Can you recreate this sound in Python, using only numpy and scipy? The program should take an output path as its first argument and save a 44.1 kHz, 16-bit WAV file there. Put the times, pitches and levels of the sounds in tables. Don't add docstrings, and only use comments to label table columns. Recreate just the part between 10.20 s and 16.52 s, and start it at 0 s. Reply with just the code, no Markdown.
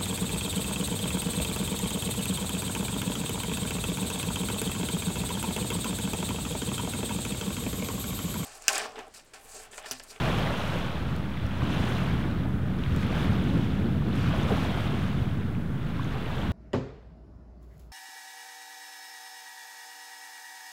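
import sys
import numpy as np
from scipy import signal
from scipy.fft import rfft, irfft, next_fast_len
from scipy.io import wavfile
from scipy.ndimage import uniform_filter1d, map_coordinates

SR = 44100
rng = np.random.default_rng(int(sys.argv[2]) if len(sys.argv) > 2 else 0)


def volts_from_db(level):
    exponent = np.asarray(level, float) / 20
    return 10 ** exponent


def dump(signal):
    limited = np.clip(np.atleast_2d(signal).T, -1, 1)
    pcm = np.round(limited * 32767).astype(np.int16)
    wavfile.write(sys.argv[1], SR, pcm)


N = 278666

# (time [s], slosh level [dB], build-up [s], decay [dB/s])
BREAKERS = [
    (0.02, -33, .3, 13),
    (1.62, -37.5, 0.34, 15),
    (3.0, -39.5, 0.34, 12),
    (4.3, -36, 0.33, 14.5),
    (6.15, -39.5, .45, 18),
]
# (time [s], extra slosh [dB])
SLAPS = [
    (0.1, 1),
    (0.27, 2),
    (0.55, 3),
    (2.97, 1),
    (3.05, 2),
    (4.15, 1),
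    (4.32, 4.5),
    (4.58, 3.5),
    (4.66, 3),
    (5.95, 3.5),
]
# (time [s], level [dB])
WASH = [(0.0, -37), (0.56, -41.5), (1.07, -49), (1.35, -47), (1.53, -40.5), (1.9, -42.5), (2.39, -55.5),
        (2.85, -43), (3.01, -42), (3.82, -51), (4.05, -41.5), (4.42, -41), (4.93, -46.5), (5.16, -51.5),
        (5.49, -56), (5.81, -48), (6.27, -44.5), (6.32, -48)]
# (time [s], extra spray [dB], half length [s])
SPLASHES = [(0.05, 1, 0.23), (0.5, 2.5, 0.31), (1.45, 1, 0.045), (1.69, 3.5, .15), (2.8, 4, .04),
            (3.03, 5, .03), (3.99, 4, .05), (4.35, 3.5, 0.12), (4.62, 3.5, 0.045), (4.9, 2.5, .15),
            (5.85, 2, .04), (6.22, 0, .05)]
# (frequency [Hz], density [dB/Hz])
SLOSH_SPECTRUM = [(200, -14), (350, -0.5), (640, 0), (950, -4), (1300, -9), (2000, -33)]
# (frequency [Hz], density [dB/Hz])
FOAM_SPECTRUM = [(700, -4), (1100, -2.5), (1490, -1), (1800, -5), (3480, -7), (4430, -17), (6000, -32),
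                 (8000, -55)]
# (frequency [Hz], density [dB/Hz])
SPRAY_SPECTRUM = [(3000, -30), (4500, -3.5), (5500, -1), (7000, -5), (9000, -11), (12000, -28)]
# (frequency [Hz], density [dB/Hz])
MIST_SPECTRUM = [(5500, -23), (8000, -2.5), (10000, 0), (12300, -2), (15700, -7)]
# (frequency [Hz], density [dB/Hz])
FAR_SPECTRUM = [(500, -28), (800, -3), (1100, 0.5), (1450, 3), (1750, -1), (3500, -20.5), (4500, -39)]
# (time [s], peak [dB], frequency [Hz])
DROPS = [(0.1976, -39, 12780), (0.2726, -24, 1950), (0.3976, -45, 6190), (0.5877, -42, 6570),
         (0.9648, -49, 6710), (1.1724, -32, 2190), (1.2661, -42, 5460), (1.4215, -25, 1120),
         (1.8398, -43, 9420), (2.2359, -38, 3420), (2.5053, -36, 686), (2.5881, -46, 5430),
         (2.638, -31, 2920), (2.638, -32.5, 3700), (2.6629, -33, 2070), (2.7642, -39, 7300),
         (2.868, -44, 11750), (3.0062, -40, 6390), (3.0304, -29, 3250), (3.2411, -44.5, 6460),
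         (3.6582, -42, 4230), (3.8223, -33, 1050), (3.9301, -34, 3680), (4.1386, -26.5, 646),
         (4.2319, -39, 6200), (4.3113, -22, 520), (4.3218, -20.5, 425), (5.3513, -36, 2460),
         (5.7967, -26.5, 1040), (5.8452, -42, 6450)]
# (time [s], peak [dB])
TICKS = [(0.9632, -39), (1.265, -46), (2.7626, -36), (2.7954, -47), (3.0285, -46), (4.0344, -49),
         (4.3134, -46), (4.6254, -57), (5.8444, -50), (6.2074, -49)]
# (time [s], level [dB])
WIND = [(0.0, -32), (0.28, -31), (0.37, -34), (0.44, -35), (1.37, -34.5), (1.41, -29.5), (2.62, -31),
        (2.66, -37), (2.76, -28), (2.87, -29.5), (3.4, -26), (3.43, -30.5), (3.68, -27), (6.18, -35),
        (6.28, -29.5), (6.32, -38)]
# (time [s], level change [dB])
GUSTS = [(0.3, -1), (0.37, -10), (0.44, 0.5), (0.6, 6), (0.67, -5), (0.88, 3.5), (1.14, -6), (1.25, 5),
         (1.43, 4.5), (1.49, -4), (1.94, 4), (2.69, 8.5), (2.76, 4), (3.11, 3.5), (3.31, -1), (3.43, 2),
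         (3.87, -6), (4.08, 2), (4.19, 5), (4.28, 1), (4.87, 3.5), (4.93, -7), (5.01, 7.5), (5.45, -4),
         (5.6, -8), (6.3, 6)]
# (time [s], depth [dB])
LULLS = [(0.44, 0), (0.72, 7), (1.2, 1), (1.37, 2.5), (2.66, -1), (3.82, 4), (4.01, 2.5), (4.14, 2.5),
         (4.52, 4.5), (4.63, 9), (5.23, 0.5), (5.45, 2)]
# (frequency [Hz], density [dB/Hz])
BUFFET_SPECTRUM = [(12, -40), (27, -8.5), (50, -0.5), (85, 7.5), (120, 2), (170, -11.5), (250, -58)]
# (frequency [Hz], density [dB/Hz])
FLUTTER_SPECTRUM = [(70, -55), (120, -1.5), (190, -3), (280, -10.5), (420, -21), (800, -35), (1500, -68)]
# (frequency [Hz], density [dB/Hz])
HISS_SPECTRUM = [(2000, -22), (5000, 2), (10000, -1), (15700, -2)]
# (frequency [Hz], level [dB rms])
WHINE = [(15601, -85), (15649, -85)]

MID_WASH_DB, MID_WIND_DB = -45, -31


def waves():
    wash_db, = curves(WASH)
    flung_db = bumps(SPLASHES)
    slap_db = bumps(SLAPS, half_s=0.027)
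    surge = 0.5 * wobble(14) + 0.65 * wobble(45)
    return (slosh(slap_db, surge)
            + foam(wash_db, slap_db, surge)
            + spray(wash_db - MID_WASH_DB, flung_db, surge)
            + mist(wash_db - MID_WASH_DB, flung_db, surge)
            + far_waves())


def slosh(slap_db, surge):
    grains = bubbles(count=4000, low_hz=302.0, high_hz=1390, cycles=3.57, scatter_db=0.7, rise=0.17, size=600)
    body = mixed(patchy(0.28, size=(2, 10)), grains, 0.15)
    level_db = folding() + slap_db + 0.5 + 0.18 * surge
    return volts_from_db(level_db) * coloured(body, SLOSH_SPECTRUM)


def folding():
    climb_db, crest_s = 11.5, 0.21
    t = np.arange(N) / SR
    power = 0
    for s, db, build_s, decay_db_per_s in BREAKERS:
        below_db = np.where(t < s, climb_db * (s - t) / build_s, decay_db_per_s * (t - s))
        power = power + volts_from_db(2 * (db - below_db))
    return uniform_filter1d(10 * np.log10(power), size=int(crest_s * SR), mode="nearest")


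def foam(wash_db, slap_db, surge):
    grains = bubbles(count=16000, low_hz=895, high_hz=5030, cycles=4.23, scatter_db=2.5, rise=0.19, size=250)
    body = mixed(patchy(0.73), grains, 0.16)
    level_db = wash_db + 0.23 * slap_db + 3.0 + 0.21 * surge
    return volts_from_db(level_db) * coloured(body, FOAM_SPECTRUM)


def spray(swing_db, flung_db, surge):
    grains = bubbles(count=5000, low_hz=3500, high_hz=9800, cycles=3.6, scatter_db=2.5, rise=0.094, size=100)
    body = mixed(patchy(1.2, size=(20, 3)), grains, 0.15)
    level_db = MID_WASH_DB - 14.5 + 1.18 * swing_db + 0.72 * flung_db
    return volts_from_db(level_db - 3.0 + 1.4 * surge) * coloured(body, SPRAY_SPECTRUM)


def mist(swing_db, flung_db, surge):
    grains = bubbles(count=5000, low_hz=7000, high_hz=16000, cycles=3.7, scatter_db=5.0, rise=.1, size=60)
    body = mixed(patchy(0.99, size=(30, 2)), grains, 0.18)
    level_db = MID_WASH_DB - 21.5 + 1.05 * swing_db + 1.05 * flung_db
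    return volts_from_db(level_db - 2.0 + 1.2 * surge) * coloured(body, MIST_SPECTRUM)


def far_waves():
    return volts_from_db(-50.5 + 0.69 * wobble(1.74)) * coloured(patchy(0.29), FAR_SPECTRUM)


def drops():
    shortest_ms, ring_cycles = 0.64, 9.1
    out, t = np.zeros(N + 4096), np.arange(-2048, 2048) / SR
    for s, db, hz in DROPS:
        length_ms = shortest_ms + 1e3 * ring_cycles / hz
        u = t / (length_ms * 0.00025)
        shape = np.exp(-np.where(u < 0, 2.5, .8) * u ** 2)
        bend = 1 + 0.0097 * np.clip(u, -3, 3)
        out[round(s * SR):][:4096] += volts_from_db(db - 1.5) * shape * np.sin(2 * np.pi * hz * t * bend)
    return out[2048:N + 2048]


def cracks():
    out, t = np.zeros(N + 256), np.arange(256) / SR
    for s, db in TICKS:
        out[round(s * SR):][:256] += volts_from_db(db - 2 - 60 * t / .006) * rng.standard_normal(256)
    return signal.sosfilt(signal.butter(4, 6500, "high", fs=SR, output="sos"), out[:N])


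def wind():
    wind_db, = curves(WIND)
    gust_db = bumps(GUSTS, half_s=0.041)
    buffet_db = MID_WIND_DB - 2 + 0.56 * (wind_db - MID_WIND_DB) + gust_db
    flutter_db = wind_db + 1.5 + 0.14 * gust_db - bumps(LULLS, half_s=0.023)
    eddies = 0.62 * wobble(16)
    buffet = steady(coloured(rng.standard_normal(N), BUFFET_SPECTRUM), .12)
    flutter = steady(coloured(rng.standard_normal(N), FLUTTER_SPECTRUM), .09)
    return (volts_from_db(buffet_db + 0.3 + eddies) * buffet
            + volts_from_db(flutter_db - 0.38 + 0.38 * eddies + 0.7 * wobble(25)) * flutter)


def bubbles(count, low_hz, high_hz, cycles, scatter_db, rise, size):
    when, pitch, life, luck = rng.random((count, 4)).T[:, :, None]
    hz = low_hz * (high_hz / low_hz) ** pitch
    turns = hz * np.arange(size) / SR
    age = turns / (cycles * (.5 + life))
    strength = volts_from_db(scatter_db * np.minimum(-np.log(1 - luck), 4.5)) * hz
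    ring = strength * age * np.exp(-3 * age) * np.sin(2 * np.pi * turns * (1 + rise * age / 2))
    at = (when * N).astype(int) + np.arange(size)
    return unit(np.bincount(at.ravel(), ring.ravel(), N)[:N])


def patchy(patchy_db, size=(6, 10)):
    z = signal.stft(rng.standard_normal(N + 512), nperseg=256)[2]
    field = uniform_filter1d(rng.standard_normal(z.shape), size[0], 0)
    field = uniform_filter1d(field, size[1], 1)
    return unit(signal.istft(z * volts_from_db(patchy_db * unit(field)), nperseg=256)[1][:N])


def mixed(noise, grains, share):
    share = np.clip(share, 0, 1)
    return np.sqrt(1 - share) * noise + np.sqrt(share) * grains


def coloured(x, spectrum):
    m = next_fast_len(N + 8192)
    hz, db = np.transpose(spectrum)
    gain = volts_from_db(np.interp(np.log(np.fft.rfftfreq(m, 1 / SR) + 1), np.log(hz), db, left=-120))
    return unit(irfft(rfft(x, m) * gain, m)[:N])


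def steady(x, seconds):
    power = np.abs(uniform_filter1d(x ** 2, size=int(seconds * SR)))
    return unit(x / power ** 0.38)


def bumps(rows, half_s=None):
    t = np.arange(0, N, 64) / SR
    total = sum(db * np.exp(-((t - s) / (half_s or own[0])) ** 2) for s, db, *own in rows)
    return np.interp(np.arange(N) / SR, t, total)


def curves(rows):
    s, *cols = np.transpose(rows)
    return [np.interp(np.arange(N) / SR, s, c) for c in cols]


def wobble(rate_hz):
    knots = rng.standard_normal(int(N * rate_hz / SR) + 4)
    return map_coordinates(knots, [np.arange(N) * rate_hz / SR])


def unit(x):
    return x / np.sqrt(np.mean(x ** 2) + 1e-20)


def scene():
    return (waves() + drops() + cracks() + wind())[None]


def roll_off(x):
    return signal.sosfilt(signal.butter(12, 15920, fs=SR, output="sos"), x)


def record(dry):
    top_hz, dc_offset, overload = 15760, .0156, 0.36
    t = np.arange(N) / SR
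    whine = sum(volts_from_db(db + 1.0) * np.sin(2 * np.pi * hz * t) for hz, db in WHINE)
    x = dry + volts_from_db(-66.5) * coloured(rng.standard_normal(N), HISS_SPECTRUM) + whine
    x = x / (1 + np.abs(x / overload) ** 3) ** (1 / 3)
    x = irfft(rfft(x) * (np.fft.rfftfreq(N, 1 / SR) < top_hz), N)
    return roll_off(x + dc_offset)


dry = scene()
out = record(dry)
dump(out)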